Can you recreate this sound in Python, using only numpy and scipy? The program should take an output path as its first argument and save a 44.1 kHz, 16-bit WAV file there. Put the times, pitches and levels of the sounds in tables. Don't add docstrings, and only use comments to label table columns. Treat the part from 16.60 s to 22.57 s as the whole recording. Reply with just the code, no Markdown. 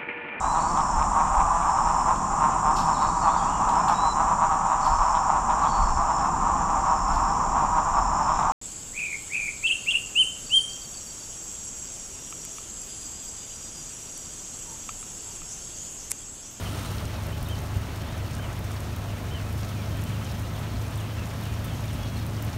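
import sys
import numpy as np
from scipy import signal
from scipy.fft import rfft, irfft
from scipy.io import wavfile

SR = 44100
rng = np.random.default_rng(int(sys.argv[2]) if len(sys.argv) > 2 else 0)


def generate_wav(sig):
    pcm = np.round(np.clip(np.atleast_2d(sig).T, -1, 1) * 32767).astype(np.int16)
    wavfile.write(sys.argv[1], SR, pcm)


N = 263277
TIME = np.arange(N) / SR
FREQ = np.maximum(np.arange(N // 2 + 1) * SR / N, 1)
TOP_HZ = 15700


def undb(db):
    return 10 ** (np.asarray(db) / 20)


def unit(x):
    return x / np.sqrt(np.mean(x ** 2))


def colour(x, points):
    hz, db = np.transpose(points)
    gain = undb(np.interp(np.log(FREQ), np.log(hz), db))
    low_cut = np.minimum(FREQ / hz[0], 1) ** 2
    return irfft(rfft(x) * gain * low_cut, N)


def walk(rate):
    return unit(irfft(rfft(rng.standard_normal(N)) / (1 + (FREQ / rate) ** 4), N))


def ring(x, hz, q):
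    return signal.lfilter(*signal.iirpeak(min(hz, .45 * SR), max(q, 1), fs=SR), x)


def add(out, s, x):
    i = int(np.clip(s * SR, 0, N))
    out[i:i + len(x)] += x[:N - i]


def grains(per_second, spread_db, smear_s):
    hit = rng.random(N) < per_second / SR
    size = undb(spread_db * np.minimum(rng.standard_exponential(N), 4.5))
    energy = signal.filtfilt([1], [1, -np.exp(-2 / (smear_s * SR))], hit * size ** 2, padtype=None)
    return unit(np.sqrt(energy) * rng.standard_normal(N))


def slope_echo(x, decay_s):
    t = TIME[:SR // 2]
    tail = rng.standard_normal(len(t)) * np.exp(-t / decay_s)
    return signal.fftconvolve(x, tail / np.linalg.norm(tail))[:N]


def sing(notes, waver, flutter_db, edge_s=.008, floor_db=-8.5):
    throat_hz, throat_width_hz, throat_db = 3070, 170, 4.5
    out, tremble, flutter = np.zeros(N), walk(120), walk(76)
    for s, pitch_hz, db, loudest_s, fade_db_per_s in notes:
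        t = TIME[:len(pitch_hz)]
        span = (int(s * SR) + np.arange(len(t))) % N
        hz = pitch_hz * (1 + waver * tremble[span])
        accent_db = throat_db * np.exp(-((hz - throat_hz) / throat_width_hz) ** 2)
        swell_db = np.maximum(-fade_db_per_s * abs(t - loudest_s), floor_db)
        edges = np.minimum(np.minimum(t, t[::-1]) / edge_s, 1)
        envelope = unit(edges * undb(accent_db + swell_db + flutter_db * flutter[span]))
        add(out, s, undb(db) * envelope * np.sin(2 * np.pi * np.cumsum(hz) / SR))
    return out


def slides(rows):
    for s, length_s, hz, slide_hz, db in rows:
        yield s, hz + slide_hz * np.linspace(-.5, .5, int(length_s * SR)), db, 0, 0


def far_peeps(count=80, db=-58):
    when, length, pitch, slide = rng.random((count, 4)).T
    length_s, hz, slide_hz = .0275 + .0605 * length, 2400 + 900 * pitch, 1300 * (.3 - slide)
    return slides(zip(when * N / SR, length_s, hz, slide_hz, np.full(count, db)))


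def peeps():
    # (start [s], length [s], pitch
    # [Hz], slide [Hz], level [dB])
    calls = [(.048, .04, 3000, -420, -43.5), (.245, 0.051, 4000, 160, -52), (.72, 0.02, 3020, 300, -45),
             (.856, .013, 3750, -500, -44), (1.46, .1, 3720, 605, -55), (2.48, .05, 2870, -250, -53),
             (3.15, .08, 2390, -200, -52), (3.3, .06, 3120, -100, -54), (3.455, .03, 3080, 200, -52),
             (3.72, .08, 3200, 0, -55), (3.82, 0.032, 2750, 400, -54), (4.25, 0.037, 2480, 350, -52),
             (5.385, .095, 3340, -30, -49.5), (5.4, .07, 2930, 0, -55), (5.48, .07, 3340, -60, -54.5),
             (5.555, 0.037, 2660, -300, -53), (5.558, .022, 4200, -600, -47), (5.58, .028, 3830, 0, -50.5)]
    return slides(calls)


def chirps(top_hz=4350, bottom_hz=2400, loudest_s=.012, fade_db_per_s=75):
    # (start [s], time constant of the dive [s], level [dB])
    calls = [(3.075, .034, -54), (3.503, .03, -54), (3.934, .03, -53), (4.372, .029, -50.5),
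             (4.82, .026, -50.5), (5.278, .027, -52.5), (5.755, .028, -56.5)]
    for s, dive_s, db in calls:
        t = TIME[TIME < 4.2 * dive_s]
        hz = bottom_hz + (top_hz - bottom_hz) * np.exp(-t / dive_s)
        yield s, hz, db, loudest_s, fade_db_per_s


def arched_whistles(depth=.2, half_width_s=.05, rise_s=.035, fade_db_per_s=110):
    # (crest time [s], crest pitch [Hz], fall [s], loudest after the crest [s], level [dB])
    calls = [(0.913, 3160, .052, .004, -45), (1.818, 3140, .11, .04, -49.5),
             (2.736, 3130, .125, .024, -46.5), (3.641, 3150, .1, .028, -53.5), (4.548, 3150, .13, .08, -53),
             (5.068, 3620, .075, .026, -51.5)]
    for s, crest_hz, fall_s, loudest_s, db in calls:
        from_crest = TIME[TIME < rise_s + fall_s] - rise_s
        sag = depth * (1 - np.exp(-(from_crest / half_width_s) ** 2))
        yield s - rise_s, crest_hz * (1 - sag), db, rise_s + loudest_s, fade_db_per_s


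def birds():
    near = sing(arched_whistles(), waver=.005, flutter_db=2.1)
    mid = sing([*chirps(), *peeps()], waver=.011, flutter_db=2.6)
    far = sing(far_peeps(), waver=.013, flutter_db=4.5)
    echo = slope_echo(undb(-8.5) * near + undb(-4.5) * mid, decay_s=.06)
    return near + mid + echo + slope_echo(far, decay_s=.09)


def engine(idle_hz=25.09, pickup_hz=1.7, pickup_start_s=2.45, pickup_length_s=2.15):
    # (time [s], opening [0-1])
    throttle = [(0, .42), (.9, .38), (1.5, .12), (2.3, 0), (2.75, .3), (3.05, 1), (3.55, .95), (4.2, .42),
                (4.95, .75), (5.97, .85)]
    # (harmonic [multiple of the firing rate], relative level [dB])
    exhaust = [(1, -24), (2, -11.5), (3, -4.5), (4, -0.5), (5, -11), (6, -16), (7, -16.5), (8, -18.5),
               (9, -20)]
    # (frequency [Hz], relative level [dB])
    rumble_spectrum = [(20, -26), (35, -8), (55, -2.5), (80, 1), (110, 0), (150, -2.5), (190, -8.5),
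                       (235, -8), (320, -19), (480, -38.5)]
    opening = np.interp(TIME, *np.transpose(throttle))
    note_db, rumble_db = -34 + 3.5 * opening, -36.5 + opening
    tilt_db_per_octave = 4.5 * (opening - .5)
    pickup = np.clip((TIME - pickup_start_s) / pickup_length_s, 0, 1)
    firing_hz = (idle_hz + pickup_hz * pickup) * (1 + .0041 * walk(4.35))
    phase = 2 * np.pi * np.cumsum(firing_hz) / SR
    note = 0
    for k, db in exhaust:
        gain = undb(db + tilt_db_per_octave * np.log2(k / 4)) * (1 + .12 * walk(8.6))
        smear = 1.15 * k ** 2
        note = note + gain * np.sin(k * phase + smear)
    rumble = unit(colour(rng.standard_normal(N), rumble_spectrum))
    return undb(note_db) * unit(note) + undb(rumble_db) * rumble


def puffs():
    # (time [s], envelope peak [dB], frequency [Hz], half length [s])
    eddies = [(.454, -27, 50, .012), (.827, -31, 48, .018), (1.1695, -15.8, 88, .0085),
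              (4.92, -29.5, 75, .022), (5.215, -27, 79, .022), (5.424, -32, 48, .018)]
    return sum(undb(db) * np.exp(-((TIME - s) / half_s) ** 2) * np.sin(2 * np.pi * hz * (TIME - s))
               for s, db, hz, half_s in eddies)


def far_drops(count=22, peak_db=-35, low_hz=5750, high_hz=13500):
    when, size = rng.random((count, 2)).T
    return zip(when * N / SR, np.full(count, peak_db), high_hz * (low_hz / high_hz) ** size)


def splash(landings, droplets=3, within_s=.026):
    for s, db, hz in landings:
        yield s, db, hz
        for when, smallness in rng.random((droplets, 2)):
            droplet_hz = min(hz * 2 ** (smallness - .5), TOP_HZ)
            yield s + .003 + within_s * when ** 2, db - 8.5 - 7 * smallness, droplet_hz


def drops(spatter_cycles=10.7, q_per_s=900, tail_db=-27, tail_s=.008):
    # (time [s], peak [dB], brightest frequency [Hz])
    near_drops = [(.26, -33, 9400), (.315, -31, 8500), (.381, -32.5, 4450), (.453, -31, 7000),
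                  (.56, -38, 4400), (.667, -29.5, 11500), (.828, -27, 12700), (.887, -31.5, 13000),
                  (1.75, -31.5, 7960), (1.785, -36.5, 1540), (1.929, -32, 9000), (1.991, -34, 14000),
                  (2.204, -29.5, 9000), (2.363, -29.5, 12000), (3.031, -32, 4970), (3.258, -34.5, 5000),
                  (3.419, -32, 6960), (3.438, -28, 12000), (3.646, -32, 7380), (4.375, -33, 12500),
                  (4.811, -33, 11040), (5.044, -30, 13100), (5.049, -26.5, 13500), (5.432, -36, 5600),
                  (5.665, -32, 10500), (5.766, -37, 4900), (5.824, -23.5, 13800), (5.844, -34.5, 10500),
                  (5.929, -34, 4995)]
    out, t = np.zeros(N), TIME[:2048]
    for s, db, hz in splash([*near_drops, *far_drops()]):
        spatter_s = spatter_cycles / hz
        burst = t / spatter_s * np.exp(1 - 2 * t / spatter_s)
        tail = undb(tail_db) * np.exp(-t / tail_s)
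        spatter = rng.standard_normal(len(t)) * (burst + tail)
        q = .5 + q_per_s * spatter_s
        tick = ring(ring(spatter, hz, q), hz, q)
        add(out, s, undb(db) * tick / abs(tick).max())
    return out


def surge_strength(hold_s=.28, fade_db_per_s=35):
    return undb(-fade_db_per_s * np.maximum(TIME - hold_s, 0))


def spray(fizz_db=-53, surge_db=-44):
    # (frequency [Hz], relative level [dB])
    surge_spectrum = [(700, -36), (1300, 2.5), (1800, -18), (3100, -5.5), (4800, -9.5), (6200, -10),
                      (7500, -11), (9000, -9), (11500, -14), (15500, -18)]
    droplet_spectrum = [(3500, 5), (5500, 6), (7000, -2.5), (10000, -8)]
    mist_spectrum = [(6500, 1.5), (9000, -3), (12500, -2.5), (15500, -15)]
    flurry, fizz = walk(36), 0
    for spectrum in droplet_spectrum, mist_spectrum:
        impacts = grains(per_second=700, spread_db=2.8, smear_s=.0007)
        sputter_db = 2.4 * flurry + 1.6 * walk(10)
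        fizz = fizz + unit(colour(impacts * undb(sputter_db), spectrum))
    crackle = colour(grains(per_second=1900, spread_db=2, smear_s=.0021), surge_spectrum)
    return undb(fizz_db) * unit(fizz) + undb(surge_db) * surge_strength() * unit(crackle)


def steam(flow_db=-40.5, surge_lift_db=1.5, flicker_db=1.2, billow_db=1.2):
    # (frequency [Hz], relative level [dB])
    jet_spectrum = [(280, 1.5), (470, -4.5), (610, -1.5), (700, -2.5), (780, -6.5), (1000, -5.5),
                    (1300, -8), (2000, -11.5), (3000, -14), (4800, -20), (6500, -22), (8000, -24),
                    (11500, -36), (15500, -69)]
    # (frequency [Hz], width [Hz], level [dB])
    vents = [(853, 7.3, -57.5), (1302.5, 15, -57.5)]
    jet = rfft(unit(colour(rng.standard_normal(N), jet_spectrum)))
    octave = np.clip(np.log2(FREQ / 250), 0, 6)
    billow, rush = walk(23), 0
    for k in range(7):
        band = irfft(jet * np.maximum(1 - abs(octave - k), 0), N)
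        rush = rush + band * undb(flicker_db * walk(24.5) + billow_db * billow * (k / 6) ** 2)
    mouths = sum(undb(db) * unit(ring(rng.standard_normal(N), hz, hz / width)) for hz, width, db in vents)
    return rush * undb(flow_db + surge_lift_db * surge_strength()) + mouths


def scene():
    return (steam() + spray() + drops() + engine() + birds() + puffs())[None]


def record(dry):
    # (frequency [Hz], width [Hz], gain [dB])
    hollows = [(4890, 93, -5.5), (7660, 530, -2.5), (10460, 520, -4.5)]
    port_db = sum(db * np.exp(-((FREQ - hz) / width) ** 2) for hz, width, db in hollows)
    coloured = irfft(rfft(dry) * undb(port_db), N)
    return signal.sosfilt(signal.ellip(12, .1, 80, TOP_HZ, fs=SR, output="sos"), coloured)


dry = scene()
out = record(dry)
generate_wav(out)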